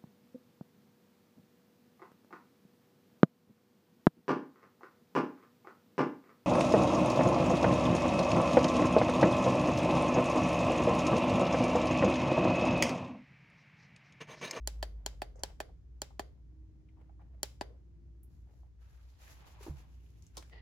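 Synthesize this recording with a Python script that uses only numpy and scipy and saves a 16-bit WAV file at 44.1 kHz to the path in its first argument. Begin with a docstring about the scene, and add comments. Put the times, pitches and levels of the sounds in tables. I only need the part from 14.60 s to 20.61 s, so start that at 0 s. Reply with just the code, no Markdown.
"""A low boom fades in a quiet room as a thumb clicks a plastic heating-pad controller five times, close by.
Each press snaps a metal dome (bright), each release pops it back (dull); both ring the hollow case.
Between clicks the thumb rubs, the case creaks and a faint drone comes and goes. Then a sleeve rustles,
the controller is laid down at 5 s with a soft knock and a few taps, and its cord drags over the
table edge. Mains hum and room air lie under it all."""
import sys
import numpy as np
from scipy import signal
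from scipy.fft import rfft, irfft
from scipy.io import wavfile
from scipy.ndimage import uniform_filter1d

SR = 44100
rng = np.random.default_rng(int(sys.argv[2]) if len(sys.argv) > 2 else 0)


def put_to_file(sound):
    """Save the sound as 16-bit audio at rate SR, in the file named by the first command-line argument."""
    columns = np.atleast_2d(sound).T  # one column per channel
    safe = np.clip(columns, -1, 1)
    whole_steps = np.round(safe * 32767)
    wavfile.write(sys.argv[1], SR, whole_steps.astype(np.int16))


N = 265041
TIME_S = np.arange(N) / SR
EVENT_SAMPLES, LEAD_SAMPLES = 8192, 128

# dome snaps in: start_s, level_db, tilt_db_per_octave
DOME_PRESSES = [(.0742, -3.5, 0.2), (.4622, -1.5, -1.23), (.8350, -1, -1.3), (1.4182, -2.93, -1.3),
                (2.8311, -0.5, 0.18)]
# dome springs back: start_s, level_db, tilt_db_per_octave
DOME_RELEASES = [(.2271, -1, -0.74), (.6184, -2.2, -2.2), (1.0026, -1.5, -2.35), (1.5942, -2, -2),
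                 (3.0105, -1.5, -3)]
# case and dome modes: centre_hz, width_hz, press_db, release_db, left_minus_right_db
CASE_MODES = [(286.3, 170, -2.5, -1, 1.5), (418, 48, 3, 3, -4), (535.3, 40, 1.5, -5, -1),
              (615, 62, 6, 6.5, -4), (714, 58, 2, 8, -2.5), (829, 46, 6, 10.5, -0.5),
              (980.4, 51, 6, 9.5, 3.5), (1032, 200, -4.5, 0.5, 10), (1530, 150, -5, -8.5, 7),
              (1750, 59, -3, 2, 6), (1950, 91, -6.5, 0.5, 2), (2525, 370, -14.5, -6.5, -6),
              (2990, 470, -9, -5, 3.5), (3184, 170, 3, -1.5, -2.5), (3760, 120, -20.5, -8.5, 3.5),
              (4198, 234, 1, -10.5, 11), (4534, 240, 4, -2.5, 0.5), (5610, 270, 2.5, -7.5, 4.5),
              (5640, 150, -6.5, -14, 6.5), (6810, 400, 9.5, -8.5, -1.5), (7030, 1000, 5, -20.5, 2),
              (7740, 340, 2, -11.5, -8), (8280, 120, -13.5, -19, -6.5), (11000, 890, -3, -12, -0.5),
              (13110, 710, -16.5, -30, -1.5), (14500, 1116, -9.5, -21, 5)]
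# snap radiated into the room: freq_hz, press_db, release_db
RADIATION = [(150, -24.5, -20.5), (410, -9, -1.5), (843.7, -12.5, -15.5), (1260, -20.5, -19.5),
             (1540, -18, -15), (2290, -17, -21.5), (3420, -17, -20.5), (4630, -16, -20), (6360, -22, -26),
             (9000, -29, -37.5), (11000, -28.5, -27), (16000, -36, -42)]
# path difference between two microphone ports: freq_hz, left_lead_rad
PORT_PHASE = [(6000, 0.5), (6800, 1.76), (9000, -4.5), (13300, -8.5), (16000, -14)]


def dome_snaps(snaps, modes_db, radiation, scatter_db, travel_s, chatter_db, chatter_t60_s):
    """Each snap rings the case and chatters the key cap; returns near sound and room send."""
    near, send = np.zeros((2, 2, N))
    hz, t = bins(EVENT_SAMPLES), TIME_S[:EVENT_SAMPLES]
    # bending waves cross the shell in travel_s at 1 kHz, faster when higher
    travel_rad = 4 * np.pi * travel_s * np.sqrt(1000 * hz)
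    port_rad = np.outer([1, 0], along(PORT_PHASE, hz))
    path = np.exp(1j * (port_rad - travel_rad - 2 * np.pi * hz * LEAD_SAMPLES / SR))
    chatter_envelope = fade(t, chatter_t60_s) * np.minimum(t * SR / LEAD_SAMPLES, 1)
    for start_s, level_db, tilt_db in snaps:
        ring = 0
        for k, (centre_hz, width_hz, _, _, side_db) in enumerate(CASE_MODES):
            detune, scatter = rng.standard_normal(2)
            # the grip shifts each mode; neighbours swing in opposite senses
            mode = (-1) ** k * resonance(hz, centre_hz * (1 + 0.0026 * detune), width_hz)
            ring = ring + undb(modes_db[k] + scatter_db * scatter) * pan(side_db) * mode
        chatter = rng.standard_normal((2, EVENT_SAMPLES)) * chatter_envelope
        chatter = rfft(chatter / np.linalg.norm(chatter[0])) * treble(hz, corner_hz=2390)
        hardness = undb(level_db + tilt_db * np.log2(np.maximum(hz, 500) / 1500))
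        click = minimum_phase(abs(ring) * hardness) * (1 + undb(chatter_db) * chatter)
        radiated = minimum_phase(undb(along(radiation, hz)) * hardness)
        add(near, start_s - LEAD_SAMPLES / SR, irfft(click * path))
        add(send, start_s, irfft(radiated)[None])
    return near, send


def button():
    """The dome snaps in bright and pops back dull; returns near sound and room send."""
    _, _, press_db, release_db, _ = np.transpose(CASE_MODES)
    hz, press_send_db, release_send_db = np.transpose(RADIATION)
    press, press_send = dome_snaps(DOME_PRESSES, press_db, np.c_[hz, press_send_db], scatter_db=1.73,
                                   travel_s=0.0009, chatter_db=-9.5, chatter_t60_s=0.012)
    release, release_send = dome_snaps(DOME_RELEASES, release_db, np.c_[hz, release_send_db],
                                       scatter_db=2, travel_s=0.0014, chatter_db=0, chatter_t60_s=0.035)
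    return press + release, press_send + release_send


# parts inside the case: centre_hz, width_hz, gain_db
INNER_MODES = [(1610, 9, -3.5), (4470, 30, -11)]


def inner_ring(clicks):
    """Lightly damped parts ring on after each click."""
    hz = bins(2 * N)
    modes = sum(undb(db) * resonance(hz, centre_hz, width_hz) for centre_hz, width_hz, db in INNER_MODES)
    return irfft(rfft(clicks, 2 * N) * modes)[:, :N]


# slips in the grip: start_s, level_db, centre_hz, t60_s
CASE_CREAKS = [(.755, -5, 530, .044), (0.757, -34.5, 6340, .13), (.786, -7.5, 480, .076),
               (.793, -31.5, 6000, .05), (1.09, -19.5, 740, .07), (1.506, -18, 885, .06),
               (2.287, -32.5, 2307, .05), (2.369, -22, 855, .2), (2.494, -16, 800, .035),
               (2.594, -16, 850, 0.14), (2.6, -36, 1800, .2), (3.101, -10.5, 484, .1),
               (3.143, -17.5, 539, 0.082), (3.632, -31.5, 11620, 0.065), (4.031, -25.5, 790, 0.065)]


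def creaks(width_ratio=0.18):
    """The case slips in the hand, each time in one narrow resonance."""
    return ticks([(start_s, db, hz, width_ratio * hz, t60_s) for start_s, db, hz, t60_s in CASE_CREAKS])


# light contacts: start_s, level_db, centre_hz, width_hz, t60_s
LANDING_TAPS = [(5.008, -23.5, 890, 580, 0.062), (5.030, -26.5, 3020, 5040, 0.069),
                (5.064, -7, 710, 360, 0.17), (5.6236, -28, 5960, 1100, 0.015),
                (5.6655, -29, 6520, 1210, 0.017), (5.7694, -12.5, 5100, 2340, 0.028),
                (5.771, -3.5, 915, 202, 0.069), (5.773, -1.5, 374, 119, 0.094),
                (5.777, -14, 4950, 2334, 0.04), (5.825, -25, 1350, 1990, 0.03),
                (5.897, -35.5, 1930, 2400, .018)]


def taps():
    """Case and cord tap against things as they are laid down."""
    return ticks(LANDING_TAPS)


# cushioned blows: start_s, level_db, pitch_hz, t60_s
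LANDING_KNOCKS = [(5.008, -44, 410, 0.045), (5.064, -35, 346, 0.048), (5.082, -29, 322, 0.028),
                  (5.096, -31.5, 69.5, 0.18), (5.104, -37.5, 143, 0.19)]


def knocks(contact_s=0.012):
    """The controller comes to rest: low damped swings with a soft start."""
    out, t = np.zeros((2, N)), TIME_S[:2 * EVENT_SAMPLES]
    for start_s, level_db, pitch_hz, t60_s in LANDING_KNOCKS:
        envelope = undb(level_db) * fade(t, t60_s) * (1 - fade(t, contact_s))
        add(out, start_s, pan(-1.2) * envelope * np.sin(2 * np.pi * pitch_hz * t))
    return out


# arm movements: start_s, length_s, level_db, hiss_relative_db, fold_hz
ARM_STROKES = [(3.662, 0.32, -91, 5, 900), (4.166, 0.23, -76, -6.5, 1480), (4.382, .22, -77.5, -3.5, 4270),
               (4.572, 0.14, -65, 1, 1960), (4.719, 0.24, -65.5, -7.5, 875),
               (4.971, 0.068, -61.5, -1.5, 950), (5.125, 0.064, -67, -5, 880),
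               (5.222, 0.46, -80.5, 0.5, 2650), (5.715, 0.091, -69.5, -3, 1500)]
# cloth rustle: freq_hz, level_db
CLOTH_SPECTRUM = [(200, -10), (400, -3.5), (900, -1.5), (1400, -6), (2500, -6.5), (4000, -13), (8000, -28),
                  (16000, -42)]
# fibre hiss: freq_hz, level_db
FIBRE_SPECTRUM = [(1000, -7), (2500, -1.5), (4500, 3), (7000, 4.5), (9000, -10.5), (11000, 3),
                  (16000, -9.5)]


def sleeve(fold_db=-4.5, fold_q=2.1):
    """Each arm stroke rustles the cloth, makes the fibres hiss and sounds a hollow fold."""
    *_, hiss_db, fold_hz = np.transpose(ARM_STROKES)
    gains = stroke_gains(ARM_STROKES, attack_s=0.065, release_t60_s=0.54)
    cloth_gain = np.linalg.norm(gains, axis=0)
    fibre_gain = np.linalg.norm(gains * undb(hiss_db)[:, None], axis=0)
    cloth = friction(CLOTH_SPECTRUM, grain_db=1.5, grain_hz=250, patchy_db=-1, alike_hz=400)
    fibres = friction(FIBRE_SPECTRUM, grain_db=2, grain_hz=1400, patchy_db=2.9, alike_hz=417)
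    out = cloth_gain * cloth + fibre_gain * fibres
    slips = diffuse(alike_hz=700) * undb(3.3 * wander(120))
    for gain, hz in zip(gains, fold_hz):
        peak = signal.iirpeak(hz, fold_q, fs=SR)
        fold = signal.lfilter(*peak, signal.lfilter(*peak, slips))
        out += undb(fold_db) * gain * fold / fold.std()
    return out


# thumb slides: start_s, length_s, level_db
THUMB_RUBS = [(.1, 0.59, -74), (.75, 0.15, -64), (1.04, .09, -84.5), (1.64, 0.078, -96.5),
              (2.345, 0.087, -75), (2.56, 0.087, -72), (2.68, 0.11, -78.5), (3.06, 0.12, -78.5),
              (3.85, 0.14, -81)]
# skin on plastic: freq_hz, level_db
RUB_SPECTRUM = [(200, -22), (450, -3), (850, -6), (1300, -16), (2000, -18.5), (3000, -25.5), (6000, -42)]


def thumb(grip_db=-87.5):
    """The thumb rubs the case, over the faint constant stir of the grip."""
    rubs = stroke_gains(THUMB_RUBS, attack_s=0.052, release_t60_s=0.39)
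    gain = np.hypot(np.linalg.norm(rubs, axis=0), undb(grip_db))
    return gain * friction(RUB_SPECTRUM, grain_db=2.5, grain_hz=250, patchy_db=3, alike_hz=910)


# cord scrape: freq_hz, level_db
CORD_SPECTRUM = [(250, -17), (400, 5.5), (800, 2.5), (1300, -8), (1670, -8.5), (1940, 12.5), (2300, -5.5),
                 (2900, -3), (3700, -11), (4700, -8.5), (7000, -38), (12000, -57)]


def cord(level_db=-59):
    """The cord scrapes over the table edge."""
    gain = undb(level_db) * swell(start_s=5.9, length_s=0.082, attack_s=0.037, release_t60_s=0.26)
    return gain * friction(CORD_SPECTRUM, grain_db=2.5, grain_hz=500, patchy_db=1, alike_hz=900)


def reflections(send):
    """Table and hand answer within milliseconds, the furnished room a little later."""
    bright = irfft(rfft(send) * treble(bins(N), corner_hz=900), N)
    table = echoes(bright, level_db=2, t60_s=0.08, delay_s=0.0033, build_s=0.0018, pan_db=1.5)
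    room = echoes(send, level_db=-5.5, t60_s=0.34, delay_s=0.018, build_s=0.0058, pan_db=1)
    return table + room


def boom(level_db=-42.5):
    """A low opening boom sags in pitch and dies away."""
    gain = undb(level_db) * swell(start_s=0, length_s=0.26, attack_s=0.012, release_t60_s=2.8)
    return pan(0.3) * gain * tone(pitch_hz=56.6, glide_hz_per_s=-11)


def mains_hum(level_db=-55):
    """Steady hum at the mains frequency."""
    return pan(0.3) * undb(level_db) * tone(pitch_hz=60)


# faint tones: start_s, length_s, pitch_hz, glide_hz_per_s, level_db
DRONE_TONES = [(1.803, .68, 312.2, 8, -70), (3.087, 0.44, 349, -26.5, -75)]


def drone(waver_db=1.5):
    """A faint gliding drone comes and goes, wavering in level."""
    out = np.zeros(N)
    for start_s, length_s, pitch_hz, glide_hz_per_s, level_db in DRONE_TONES:
        gain = undb(level_db) * swell(start_s, length_s, attack_s=0.17, release_t60_s=1.3)
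        out += gain * tone(pitch_hz, glide_hz_per_s, start_s)
    return out * undb(waver_db * wander(7))


# still air: freq_hz, level_db
AIR_SPECTRUM = [(50, -28.5), (90, -1.5), (160, -4.5), (205, -15), (300, -13.5), (400, -21), (660, -36.5),
                (1750, -41.5), (3600, -47), (6300, -47), (9000, -58), (16000, -60.5)]


def room_air(level_db=-63, dip_db=-7.5):
    """Still room air, whose bass dips for about a second."""
    still = undb(level_db) * colour(diffuse(alike_hz=353), AIR_SPECTRUM)
    bass = irfft(rfft(still) * (1 - treble(bins(N), corner_hz=670)), N)
    dip = undb(dip_db * swell(start_s=3.65, length_s=0.99, attack_s=0.6, release_t60_s=1.7))
    return still + (dip - 1) * bass


def rumble(level_db=-58.5):
    """Steady low room noise."""
    spectrum = [(15, -38), (35, -19.5), (58, 1.5), (85, -7.5), (125, -17.5), (190, -44), (800, -84.5)]
    return undb(level_db) * colour(diffuse(alike_hz=182), spectrum)


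def ticks(contacts):
    """Brief rough contacts, each through one steep-sided resonance."""
    out, hz, t = np.zeros((2, N)), bins(EVENT_SAMPLES), TIME_S[:EVENT_SAMPLES]
    for start_s, level_db, centre_hz, width_hz, t60_s in contacts:
        noise = rng.standard_normal((3, EVENT_SAMPLES))  # left, right, common
        burst = (noise[:2] + 0.76 * noise[2]) * fade(t, t60_s)
        burst /= np.linalg.norm(burst[0])
        body = resonance(hz, centre_hz, 2 * width_hz) ** 2
        add(out, start_s, undb(level_db) * irfft(rfft(burst) * body))
    return out


def friction(spectrum, grain_db, grain_hz, patchy_db, alike_hz):
    """Sliding contact: tiny uneven slips, coming in patches; rms 1."""
    slips = diffuse(alike_hz) * undb(grain_db * wander(grain_hz) + patchy_db * wander(35))
    return colour(slips, spectrum)


def echoes(x, level_db, t60_s, delay_s, build_s, pan_db):
    """A diffuse wash that builds after a delay and dies away."""
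    t = TIME_S[:3 * EVENT_SAMPLES]
    onset = np.clip((t - delay_s) / build_s, 0, 1)
    response = rng.standard_normal((2, len(t))) * fade(t, t60_s) * onset
    response *= undb(level_db) * pan(pan_db) / np.linalg.norm(response[0])
    return signal.fftconvolve(x, response, axes=1)[:, :N]


def tone(pitch_hz, glide_hz_per_s=0, start_s=0):
    """Sine of rms 1 with a linear glide."""
    t = TIME_S - start_s
    return np.sqrt(2) * np.sin(2 * np.pi * (pitch_hz + glide_hz_per_s * t / 2) * t)


def diffuse(alike_hz):
    """Stereo noise, alike below alike_hz and unrelated above."""
    mid, side = rfft(rng.standard_normal((2, N)))
    apart = bins(N) / np.hypot(bins(N), alike_hz)
    return irfft((mid + np.array([[1], [-1]]) * apart * side) / np.sqrt(1 + apart ** 2), N)


def wander(rate_hz):
    """Smooth random drift, spread 1."""
    hold = max(int(SR / rate_hz), 1)
    steps = np.repeat(rng.standard_normal(N // hold + 1), hold)
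    drift = uniform_filter1d(steps, hold)[:N]
    return drift / drift.std()


def stroke_gains(strokes, attack_s, release_t60_s):
    """One gain curve per sliding stroke."""
    return np.array([undb(level_db) * swell(start_s, length_s, attack_s, release_t60_s)
                     for start_s, length_s, level_db, *_ in strokes])


def swell(start_s, length_s, attack_s, release_t60_s):
    """Envelope: smooth rise, hold, decay."""
    rise = np.sin(np.pi / 2 * np.clip((TIME_S - start_s) / attack_s, 0, 1)) ** 2
    return rise * fade(np.maximum(TIME_S - start_s - length_s, 0), release_t60_s)


def fade(t, t60_s):
    """Exponential decay, 60 dB in t60_s."""
    return np.exp(-np.log(1000) * t / t60_s)


def resonance(hz, centre_hz, width_hz):
    """One damped mode, gain 1 at its centre."""
    return 1j * width_hz * hz / (centre_hz ** 2 - hz ** 2 + 1j * width_hz * hz)


def treble(hz, corner_hz):
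    """Second-order high-pass gain."""
    return hz ** 2 / np.hypot(hz ** 2, corner_hz ** 2)


def minimum_phase(gain):
    """Spectrum with these gains whose sound starts at once, then dies away."""
    cepstrum = irfft(np.log(gain))
    half = cepstrum.shape[-1] // 2
    causal = np.r_[1, np.full(half - 1, 2), 1, np.zeros(half - 1)]
    return np.exp(rfft(cepstrum * causal))


def colour(x, spectrum):
    """Filter by rows of freq_hz, level_db; rms 1."""
    size = x.shape[-1]
    y = irfft(rfft(x) * undb(along(spectrum, bins(size))), size)
    return y / y.std()


def along(points, hz):
    """Interpolate rows of freq_hz, value over log frequency."""
    freq_hz, value = np.transpose(points)
    return np.interp(np.log(hz), np.log(freq_hz), value)


def bins(size):
    """FFT frequencies, floored at 1 Hz."""
    return np.maximum(np.fft.rfftfreq(size, 1 / SR), 1)


def pan(db):
    """Stereo gains, left minus right in dB."""
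    return undb(np.array([[db], [-db]]) / 2)


def undb(db):
    """Decibels to gain."""
    return 10 ** (np.asarray(db) / 20)


def add(out, start_s, sound):
    """Mix a sound in at start_s."""
    i = max(int(round(start_s * SR)), 0)
    out[:, i:i + sound.shape[1]] += sound[:, :max(N - i, 0)]


def scene():
    """Clicks and handling with their reflections, then sliding sounds and background."""
    clicks, click_send = button()
    handling = creaks() + taps() + knocks()
    reflected = reflections(click_send + undb(-9.5) * handling + undb(-23) * clicks)
    sliding = sleeve() + thumb() + cord()
    background = boom() + mains_hum() + drone() + room_air() + rumble()
    return clicks + inner_ring(clicks) + handling + reflected + sliding + background


def record(dry):
    """Steep low-pass on the top treble."""
    cutoff_hz = 16400
    return signal.sosfilt(signal.ellip(8, 0.2, 80, cutoff_hz, fs=SR, output="sos"), dry)


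dry = scene()
out = record(dry)
put_to_file(out)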